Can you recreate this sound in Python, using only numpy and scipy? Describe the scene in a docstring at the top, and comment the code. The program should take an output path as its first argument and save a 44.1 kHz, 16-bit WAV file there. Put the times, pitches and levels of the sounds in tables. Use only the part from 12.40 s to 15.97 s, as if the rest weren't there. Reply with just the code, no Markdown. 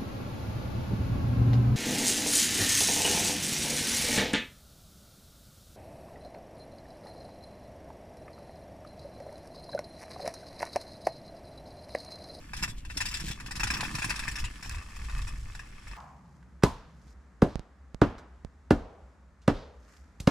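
"""A kick scooter bumps over a kerb and rolls away along wet paving blocks beside a road.
Each joint knocks the frame and shakes its loose metal parts; the deck thumps, the steering column buzzes.
The wheels crunch grit, throw spray, drum on the blocks and squeak once.
Wind buffets the microphone over the hiss of distant traffic."""
import sys
import numpy as np
from scipy import signal
from scipy.fft import rfft, irfft
from scipy.io import wavfile
from scipy.ndimage import uniform_filter1d, map_coordinates

SR = 44100
rng = np.random.default_rng(int(sys.argv[2]) if len(sys.argv) > 2 else 0)


def master_out(mix):
    """Clip the mix to full scale and print it as 16-bit PCM to the path in sys.argv[1]."""
    frames = np.transpose(np.atleast_2d(mix))
    ceiling = np.clip(frames, -1, 1)
    pcm = np.round(ceiling * 32767).astype(np.int16)
    wavfile.write(sys.argv[1], SR, pcm)


N = 157437
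TIME_S = np.arange(N) / SR
TOP_HZ = 15400


def undb(db):
    """Decibels to gain."""
    return 10 ** (np.asarray(db) / 20)


def unit(x):
    """Scale to rms 1."""
    return x / np.sqrt(np.mean(x ** 2))


def on_bins(points):
    """Interpolate a table over log frequency at every FFT bin."""
    hz, value = np.array(points, float).T
    return np.interp(np.log(np.arange(N + 1) * SR / (2 * N) + 1), np.log(hz), value)


def filtered(x, gain):
    """Apply a spectral gain."""
    return irfft(rfft(x, 2 * N) * gain)[..., :N]


def colour(x, spectrum):
    """Minimum-phase filter that keeps the power of white noise."""
    cepstrum = irfft(np.log(unit(undb(on_bins(spectrum)))))
    cepstrum[1:N] *= 2
    cepstrum[N + 1:] = 0
    return filtered(x, np.exp(rfft(cepstrum)))


def envelope(table, column=1):
    """Gain over time from a column of levels."""
    rows = np.array(table)
    return undb(np.interp(TIME_S, rows[:, 0], rows[:, column]))


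def clicks(per_s, spread_db, size=N):
    """Two independent streams of uneven random contacts, rms 1."""
    shape = (2, size)
    strength = undb(spread_db * np.clip(rng.standard_normal(shape), -2, 2))
    polarity = rng.choice([-1, 1], shape)
    return unit(strength * polarity * (rng.random(shape) < per_s / SR))


def tail(t60_s):
    """Two independent bursts of decaying noise, each of energy 1."""
    t = np.arange(SR // 4) / SR
    burst = rng.standard_normal((2, len(t))) * np.exp(-np.log(1000) * t / t60_s)
    return burst / np.linalg.norm(burst, axis=1, keepdims=True)


def modal(modes):
    """Ring of a struck object: a sum of damped sines."""
    t = np.arange(SR // 4) / SR
    return sum(undb(db) * np.sin(2 * np.pi * hz * t) * np.exp(-np.log(1000) * t / t60_s)
               for hz, db, t60_s in modes)


def ring(x, response):
    """Convolve with an impulse response."""
    return signal.fftconvolve(np.atleast_2d(x), response, axes=1)[:, :N]


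def add(track, start_s, sound):
    """Mix a sound into a track."""
    i = int(start_s * SR)
    track[..., i:i + sound.shape[-1]] += sound[..., :N - i]


# Left-right likeness: f/Hz, correlation before clipping
LIKENESS = [(170, 1.3), (290, 1.3), (600, -0.65), (900, 0.4), (1500, 0.86), (2200, 0.83), (4000, 0.57),
            (8000, 0.6), (14000, 0.6)]
def stereo(pair):
    """Mix two independent signals to left and right, alike in the bass."""
    correlation = np.clip(on_bins(LIKENESS), -.999, .999)
    mid, side = filtered(pair, np.sqrt(np.array([1 + correlation, 1 - correlation]) / 2))
    return np.array([mid + side, mid - side])


# Road noise spectrum: f/Hz, level/dB
TRAFFIC_SPECTRUM = [(100, -1), (170, 2.5), (300, -7.5), (620, -9), (1000, -16), (1750, -16), (2800, -12),
                    (4300, -35), (9500, -32), (15000, -52)]
def traffic(level_db=-58.5):
    """Even hiss of the far road."""
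    return stereo(undb(level_db) * colour(rng.standard_normal((2, N)), TRAFFIC_SPECTRUM))


# Gust envelope: t/s, level/dB
GUSTS = [(0.0, -44.5), (0.07, -55.5), (0.13, -44), (0.9, -40), (0.94, -51), (1.28, -37), (1.39, -45.5),
         (1.97, -43), (2.05, -33), (2.14, -50), (2.37, -35), (2.43, -52), (2.66, -37.5), (2.71, -50),
         (2.75, -31), (3.4, -52.5), (3.49, -39.5), (3.57, -49)]
# Buffeting spectrum: f/Hz, level/dB
WIND_SPECTRUM = [(10, -4.5), (25, 0), (38, -4), (51, 2), (70, -7.5), (110, -12), (200, -31), (400, -53),
                 (1000, -73)]
def wind(gain_db=2.5):
    """Gusts rumble on the microphone."""
    rumble = colour(rng.standard_normal((2, N)), WIND_SPECTRUM)
    return stereo(rumble * envelope(GUSTS) * undb(gain_db))


# Bursts of water: peak t/s, level/dB, half width/s
SPRAYS = [(0.39, -53, 0.02), (0.516, -53, 0.027), (0.676, -49.5, 0.05), (0.877, -43.5, 0.067),
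          (1.55, -53, 0.079), (2.345, -60, 0.023), (2.65, -50.5, 0.009)]
# Spectra of fine spray and puddle spatter: f/Hz, level/dB
SPRAY_SPECTRUM = [(1000, -22), (2200, 2), (3500, 4), (5500, -1), (8000, 2), (10500, -10), (15000, -23)]
SPATTER_SPECTRUM = [(2000, -20), (4500, -3), (7500, 2), (10000, -11.5), (15000, -20)]
def spray(puddle_db=-62, puddle_at_s=2.74, puddle_half_s=0.5):
    """Fine drops fizz off the wheels; sparser ones crackle through a puddle."""
    flow = sum(undb(db) * np.exp(-((TIME_S - peak_s) / half_s) ** 2) for peak_s, db, half_s in SPRAYS)
    puddle = undb(puddle_db) * np.exp(-((TIME_S - puddle_at_s) / puddle_half_s) ** 2)
    fizz = colour(clicks(per_s=630, spread_db=3) * flow, SPRAY_SPECTRUM)
    spatter = colour(clicks(per_s=160, spread_db=3) * puddle, SPATTER_SPECTRUM)
    return stereo(fizz + spatter)


# Snapping grains: t/s, level/dB, centre f/Hz
SNAPS = [(1.408, -18.5, 3500), (2.158, -32, 1980), (2.260, -29.5, 870), (2.295, -27, 6240),
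         (2.750, -29, 1870), (2.771, -45, 2000), (2.820, -37, 2100), (2.848, -40, 2500), (3.122, -41, 2000)]
def snaps(decay_s=0.0023, width_octaves=1.24):
    """Single grains crack under a wheel, each in its own broad band."""
    t = np.arange(SR // 50) / SR
    out = np.zeros((2, N))
    for start_s, db, hz in SNAPS:
        edges_hz = np.minimum(hz * 2 ** (np.array([-.5, .5]) * width_octaves), TOP_HZ)
        band = signal.butter(2, edges_hz, "bandpass", fs=SR, output="sos")
        crack = unit(signal.sosfilt(band, rng.standard_normal((2, len(t)))))
        add(out, start_s, undb(db) / 2 * crack * np.exp(-t / decay_s))
    return stereo(out)


def squeak(start_s=2.041, level_db=-41, from_hz=2800, to_hz=2760, glide_s=0.015, rise_s=0.013):
    """Wet rubber slips for a moment with an unsteady pitch."""
    t = np.arange(SR // 5) / SR
    jitter = 0.094 * unit(uniform_filter1d(rng.standard_normal(len(t)), size=60))
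    hz = (to_hz + (from_hz - to_hz) * np.exp(-t / glide_s)) * (1 + jitter)
    swell = undb(level_db) * t / rise_s * np.exp(1 - t / rise_s)
    out = np.zeros(N)
    add(out, start_s, swell * np.sin(2 * np.pi * np.cumsum(hz) / SR))
    return out


# Blows on the deck: t/s, level/dB, f/Hz
THUMPS = [(0.227, -34, 175), (0.564, -40.5, 276), (0.84, -33, 164), (0.903, -35.5, 160), (1.251, -33, 130),
          (1.549, -36, 147), (1.689, -35, 165), (1.884, -38, 137)]
# Loaded deck modes: frequency ratio, level/dB, t60/s
DECK_MODES = [(1, 5, 0.08), (1.35, -13, 0.064), (1.85, -15.5, 0.12)]
# Hollow knock modes: f/Hz, level/dB, t60/s
HOLLOW_MODES = [(550, -5, 0.062), (755, 4, 0.043), (850, 7.5, 0.051), (910, 2, 0.034)]
def thumps(deck_gain_db=-1.5, hollow_at_s=1.43, hollow_gain_db=-41.5):
    """Dull blows on the deck, pitched by where the rider's weight lands, and one hollow knock."""
    out = np.zeros(N)
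    for start_s, db, hz in THUMPS:
        modes = [(hz * ratio, mode_db, t60_s) for ratio, mode_db, t60_s in DECK_MODES]
        add(out, start_s, undb(db + deck_gain_db) * modal(modes))
    add(out, hollow_at_s, undb(hollow_gain_db) * modal(HOLLOW_MODES))
    return out


# Steering column modes: f/Hz, level/dB, t60/s
COLUMN_MODES = [(1181, 5.5, 0.019), (1830, -9, 0.034), (1770, -1.5, 0.025), (2557, -2.5, 0.057)]
# Buzz envelope: t/s, level/dB
BUZZ = [(0, -62.5), (.55, -78), (.7, -64), (.98, -59.5), (1.3, -47), (2.05, -56), (2.16, -65),
        (2.35, -50.5), (2.45, -58.5), (2.8, -50), (3.0, -62.5), (3.22, -55), (3.33, -68.5), (3.46, -59.5),
        (3.53, -49.5), (3.57, -61)]
def column_buzz():
    """Play in the steering column keeps its modes buzzing."""
    contacts = clicks(per_s=190, spread_db=7)
    buzz = unit(ring(contacts, modal(COLUMN_MODES)[None]))
    return stereo(buzz) * envelope(BUZZ)


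# Frame and column modes: f/Hz, level/dB, t60/s, L-R/dB
FRAME_MODES = [(1142, -16, 0.078, -6), (1680, -3, 0.033, -23), (1801, 2.5, 0.057, -11),
               (1937, 2, 0.02, -30.5), (2080, -33, 0.053, 0), (2450, -1, 0.023, -33), (2688, 2, 0.053, 13),
               (3430, -8.5, 0.12, 31.5), (3970, -22, 0.16, 9), (4480, -24, 0.046, 15), (5450, 8, 0.022, 14),
               (5840, 10, 0.025, -3), (7330, 0, 0.019, -26)]
def frame(force, tubes_db=-9, deck_db=-1):
    """Contacts ring the tubes' modes and, briefly and densely, the deck."""
    tubes = np.array([modal([(hz, db + side * pan_db / 2, t60_s)
                             for hz, db, t60_s, pan_db in FRAME_MODES]) for side in (1, -1)])
    response = undb(tubes_db) * unit(tubes) / np.sqrt(tubes.shape[1]) + undb(deck_db) * tail(t60_s=0.04)
    response[:, 0] += 1  # bare contact
    return ring(stereo(force), response) / 2


# Rolling envelopes: t/s, grit level/dB, drum level/dB
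ROLL = [(0.0, -55, -50), (0.12, -56, -51.5), (0.22, -42.5, -44), (0.35, -60.5, -53), (0.51, -63, -58),
        (0.56, -46, -51), (0.75, -44, -54), (0.86, -49, -40.5), (0.96, -55, -52), (1.13, -51, -48.5),
        (1.25, -43.5, -43), (1.42, -42.5, -41.5), (1.68, -41, -42.5), (1.87, -42.5, -47.5),
        (2.07, -49, -50.5), (2.5, -52, -59), (2.76, -48, -58), (2.96, -53, -55.5), (3.35, -54, -62),
        (3.57, -48, -52)]
# Spectra of grit, small bumps and drumming: f/Hz, level/dB
GRIT_SPECTRUM = [(300, -20), (700, -12.5), (1050, -5), (1800, -1), (2650, -5.5), (3100, -2), (4300, -6),
                 (5500, -4), (8000, -5), (11000, -14), (15000, -31)]
TICK_SPECTRUM = [(400, -23.5), (700, -9), (1050, -5), (1800, 4), (2600, 7), (3300, -17.5), (5500, -11),
                 (9000, -24), (15000, -46)]
DRUM_SPECTRUM = [(60, -18.5), (110, 4), (150, 2), (200, -2), (290, -6.5), (420, -21.5), (700, -27),
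                 (1500, -39)]
def wheels(grit_gain_db=-2.5, tick_gain_db=-5):
    """Wet grit crackles under the wheels, small bumps tick, the blocks drum below."""
    grit = undb(grit_gain_db) * colour(clicks(per_s=4500, spread_db=7), GRIT_SPECTRUM)
    ticks = undb(tick_gain_db) * colour(clicks(per_s=150, spread_db=7.5), TICK_SPECTRUM)
    drum = colour(clicks(per_s=120, spread_db=2) * envelope(ROLL, column=2), DRUM_SPECTRUM)
    return frame((grit + ticks) * envelope(ROLL, column=1)) + stereo(drum)


def tinted(contact, spread_db=3.5, bands=36):
    """Random colour: no two jolts strike alike."""
    size = contact.shape[-1]
    band_db = spread_db * rng.standard_normal(bands)
    db = np.interp(np.fft.rfftfreq(size, 1 / SR), np.geomspace(600, 14000, bands), band_db)
    return irfft(rfft(contact) * unit(undb(db)), size)


KNOCK_GAIN_DB, KNOCK_DECAY_S, BOUNCE_GAIN_DB = -11, 0.0087, 6.5
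RATTLE_GAIN_DB, RATTLE_ATTACK_S, RATTLE_DECAY_S = 4, 0.0018, 0.0084
CLACK_HZ, CLACK_SPREAD_OCTAVES, CLACK_GAIN_DB, CLACK_T60_S = 1077, 0.21, -25, 0.04
# Kerb and joint impacts: t/s, knock level/dB, rattle level/dB, rattle hold/ms
JOLTS = [(0.134, -27, -48, 19), (0.165, -37, -41, 14), (0.188, -38, -46, 11), (0.225, -27.5, -33.5, 12),
         (0.236, -19, -38.5, 7), (0.278, -30, -46.5, 29), (0.45, -42.5, -47.5, 3.4), (0.5, -30, -49.5, 18),
         (0.57, -41, -30, 7), (0.604, -19.5, -33, 7), (0.613, -28.5, -35, 7), (0.654, -35, -33, 10.3),
         (0.684, -44, -35.5, 4.4), (0.712, -43, -35, 6), (0.739, -39, -34, 12), (0.766, -36, -38.5, 7),
         (0.798, -35, -39, 10), (0.854, -62, -39, 12), (0.88, -37, -39.5, 9.9), (0.91, -35, -35, 7.1),
         (1.000, -28.5, -46.5, 10), (1.06, -36, -41.5, 10.6), (1.109, -30.5, -37.5, 9.3),
         (1.154, -34.5, -39, 17), (1.196, -26.5, -35.5, 6.2), (1.204, -26.5, -36, 5.7),
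         (1.233, -18.5, -29, 6.8), (1.27, -24, -34.5, 5.5), (1.303, -17.5, -28.5, 8.3),
         (1.337, -25.5, -32.5, 7), (1.368, -28.5, -38.5, 9.2), (1.407, -21.5, -33, 2.7),
         (1.433, -28, -36.5, 8.8), (1.45, -26, -45, 16), (1.551, -23.5, -33, 3.6),
         (1.585, -22.5, -39.5, 15), (1.62, -21.5, -40.5, 12), (1.643, -18.5, -30, 4.3),
         (1.694, -25, -32, 9.3), (1.705, -18, -38.5, 8.1), (1.758, -34, -36, 3.8), (1.792, -26, -34.5, 4.1),
         (1.837, -30.5, -46.5, 8), (1.88, -24, -35.5, 5.6), (1.912, -57, -39.5, 7.6), (1.955, -32, -40, 11),
         (1.984, -29, -40.5, 20), (2.041, -30, -43.5, 15.5), (2.226, -38, -42, 5.6),
         (2.246, -35.5, -49, 28), (2.295, -35, -51.5, 33), (2.311, -34, -46, 13), (2.345, -37, -48, 12),
         (2.382, -36.5, -57, 6.5), (2.423, -58, -58, 6.1), (2.56, -43, -46.5, 8.4), (2.696, -32, -57, 6.2),
         (2.779, -40, -45.5, 3.9), (2.816, -57, -47, 3.5), (2.873, -36.5, -49.5, 22),
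         (3.15, -33.5, -48, 4.9), (3.193, -30.5, -52, 6.5), (3.473, -61, -52.5, 10),
         (3.513, -33.5, -78, 14)]
# Spectra of knock and rattle: f/Hz, level/dB
KNOCK_SPECTRUM = [(200, -19.5), (450, -17.5), (700, -8), (950, -2.5), (1300, -1.5), (1700, 0.5), (2600, 3),
                  (3200, -15), (4200, -12.5), (5500, -12.5), (9000, -17.5), (15000, -48)]
RATTLE_SPECTRUM = [(400, -18.5), (700, -13), (1000, -9.5), (1800, -2), (3000, 2.5), (4200, -2.5),
                   (5500, 3.5), (6500, -3), (8200, -1.5), (10500, -8.5), (13000, -18), (15500, -18)]
def jolts():
    """Each joint gives a knock with quick bounces and a wheel clack; loose parts chatter and settle."""
    lead = 64  # samples before the impact
    age_s = np.maximum(np.arange(SR // 10) - lead, 0) / SR
    knock, rattle = np.zeros((2, 2, N))
    clack = np.zeros(N)
    for start_s, knock_db, rattle_db, hold_ms in JOLTS:
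        bounces = clicks(per_s=4400, spread_db=3, size=len(age_s))
        chatter = clicks(per_s=4400, spread_db=3, size=len(age_s))
        bounces = unit(bounces * (age_s > 0) * np.exp(-age_s / KNOCK_DECAY_S))
        blow = undb(BOUNCE_GAIN_DB) * bounces / np.sqrt(len(age_s))
        blow[[0, 1], lead + rng.integers(0, 20, 2)] += rng.choice([-1, 1], 2)  # first contact
        add(knock, start_s - lead / SR, undb(knock_db) * np.sqrt(KNOCK_DECAY_S * SR / 2) * tinted(blow))
        attack = np.minimum(age_s / RATTLE_ATTACK_S, 1)
        settle = np.exp(-np.maximum(age_s - hold_ms * 1e-3, 0) / RATTLE_DECAY_S)
        add(rattle, start_s - lead / SR, undb(rattle_db) * tinted(attack * settle * chatter))
        clack_hz = CLACK_HZ * 2 ** (CLACK_SPREAD_OCTAVES * rng.standard_normal())
        add(clack, start_s, modal([(clack_hz, knock_db + CLACK_GAIN_DB, CLACK_T60_S)]))
    knock = undb(KNOCK_GAIN_DB) * colour(knock, KNOCK_SPECTRUM)
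    rattle = undb(RATTLE_GAIN_DB) * colour(rattle, RATTLE_SPECTRUM)
    return frame(knock + rattle) + clack


def receding(x, from_s=2.98, above_hz=3420, loss_db_per_s=8.5):
    """Treble fades as the scooter rolls away."""
    lows = signal.sosfiltfilt(signal.butter(2, above_hz, fs=SR, output="sos"), x)
    return lows + (x - lows) * undb(-loss_db_per_s * np.maximum(TIME_S - from_s, 0))


def from_left(pair, start_lag_s=79.2e-6, centred_at_s=2.2):
    """The right channel lags until the source has drifted from the left to the centre."""
    lag_s = start_lag_s * np.maximum(1 - TIME_S / centred_at_s, 0)
    right = map_coordinates(pair[1], [np.arange(N) - lag_s * SR], order=3, mode="mirror")
    return np.array([pair[0], right])


def scene(scatter_db=-12.5):
    """The scooter, its faint scatter from the surroundings, wind and traffic."""
    rolling = receding(wheels())
    scooter = from_left(jolts() + rolling + column_buzz() + thumps() + squeak() + snaps() + spray())
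    scatter = undb(scatter_db) * ring(scooter, tail(t60_s=0.1))
    return scooter + scatter + wind() + traffic()


# Microphone balance: f/Hz, L-R/dB
BALANCE = [(200, 0), (380, -2), (650, 3.5), (1200, -0.5), (2200, 4.5), (4400, -0.1), (8000, -0.5),
           (13000, -6)]
def record(dry):
    """Two microphones of unequal colour, then a steep low-pass."""
    heard = filtered(dry, undb(on_bins(BALANCE) * np.array([[1], [-1]]) / 2))
    return signal.sosfilt(signal.ellip(8, .2, 70, TOP_HZ, fs=SR, output="sos"), heard)


dry = scene()
out = record(dry)
master_out(out)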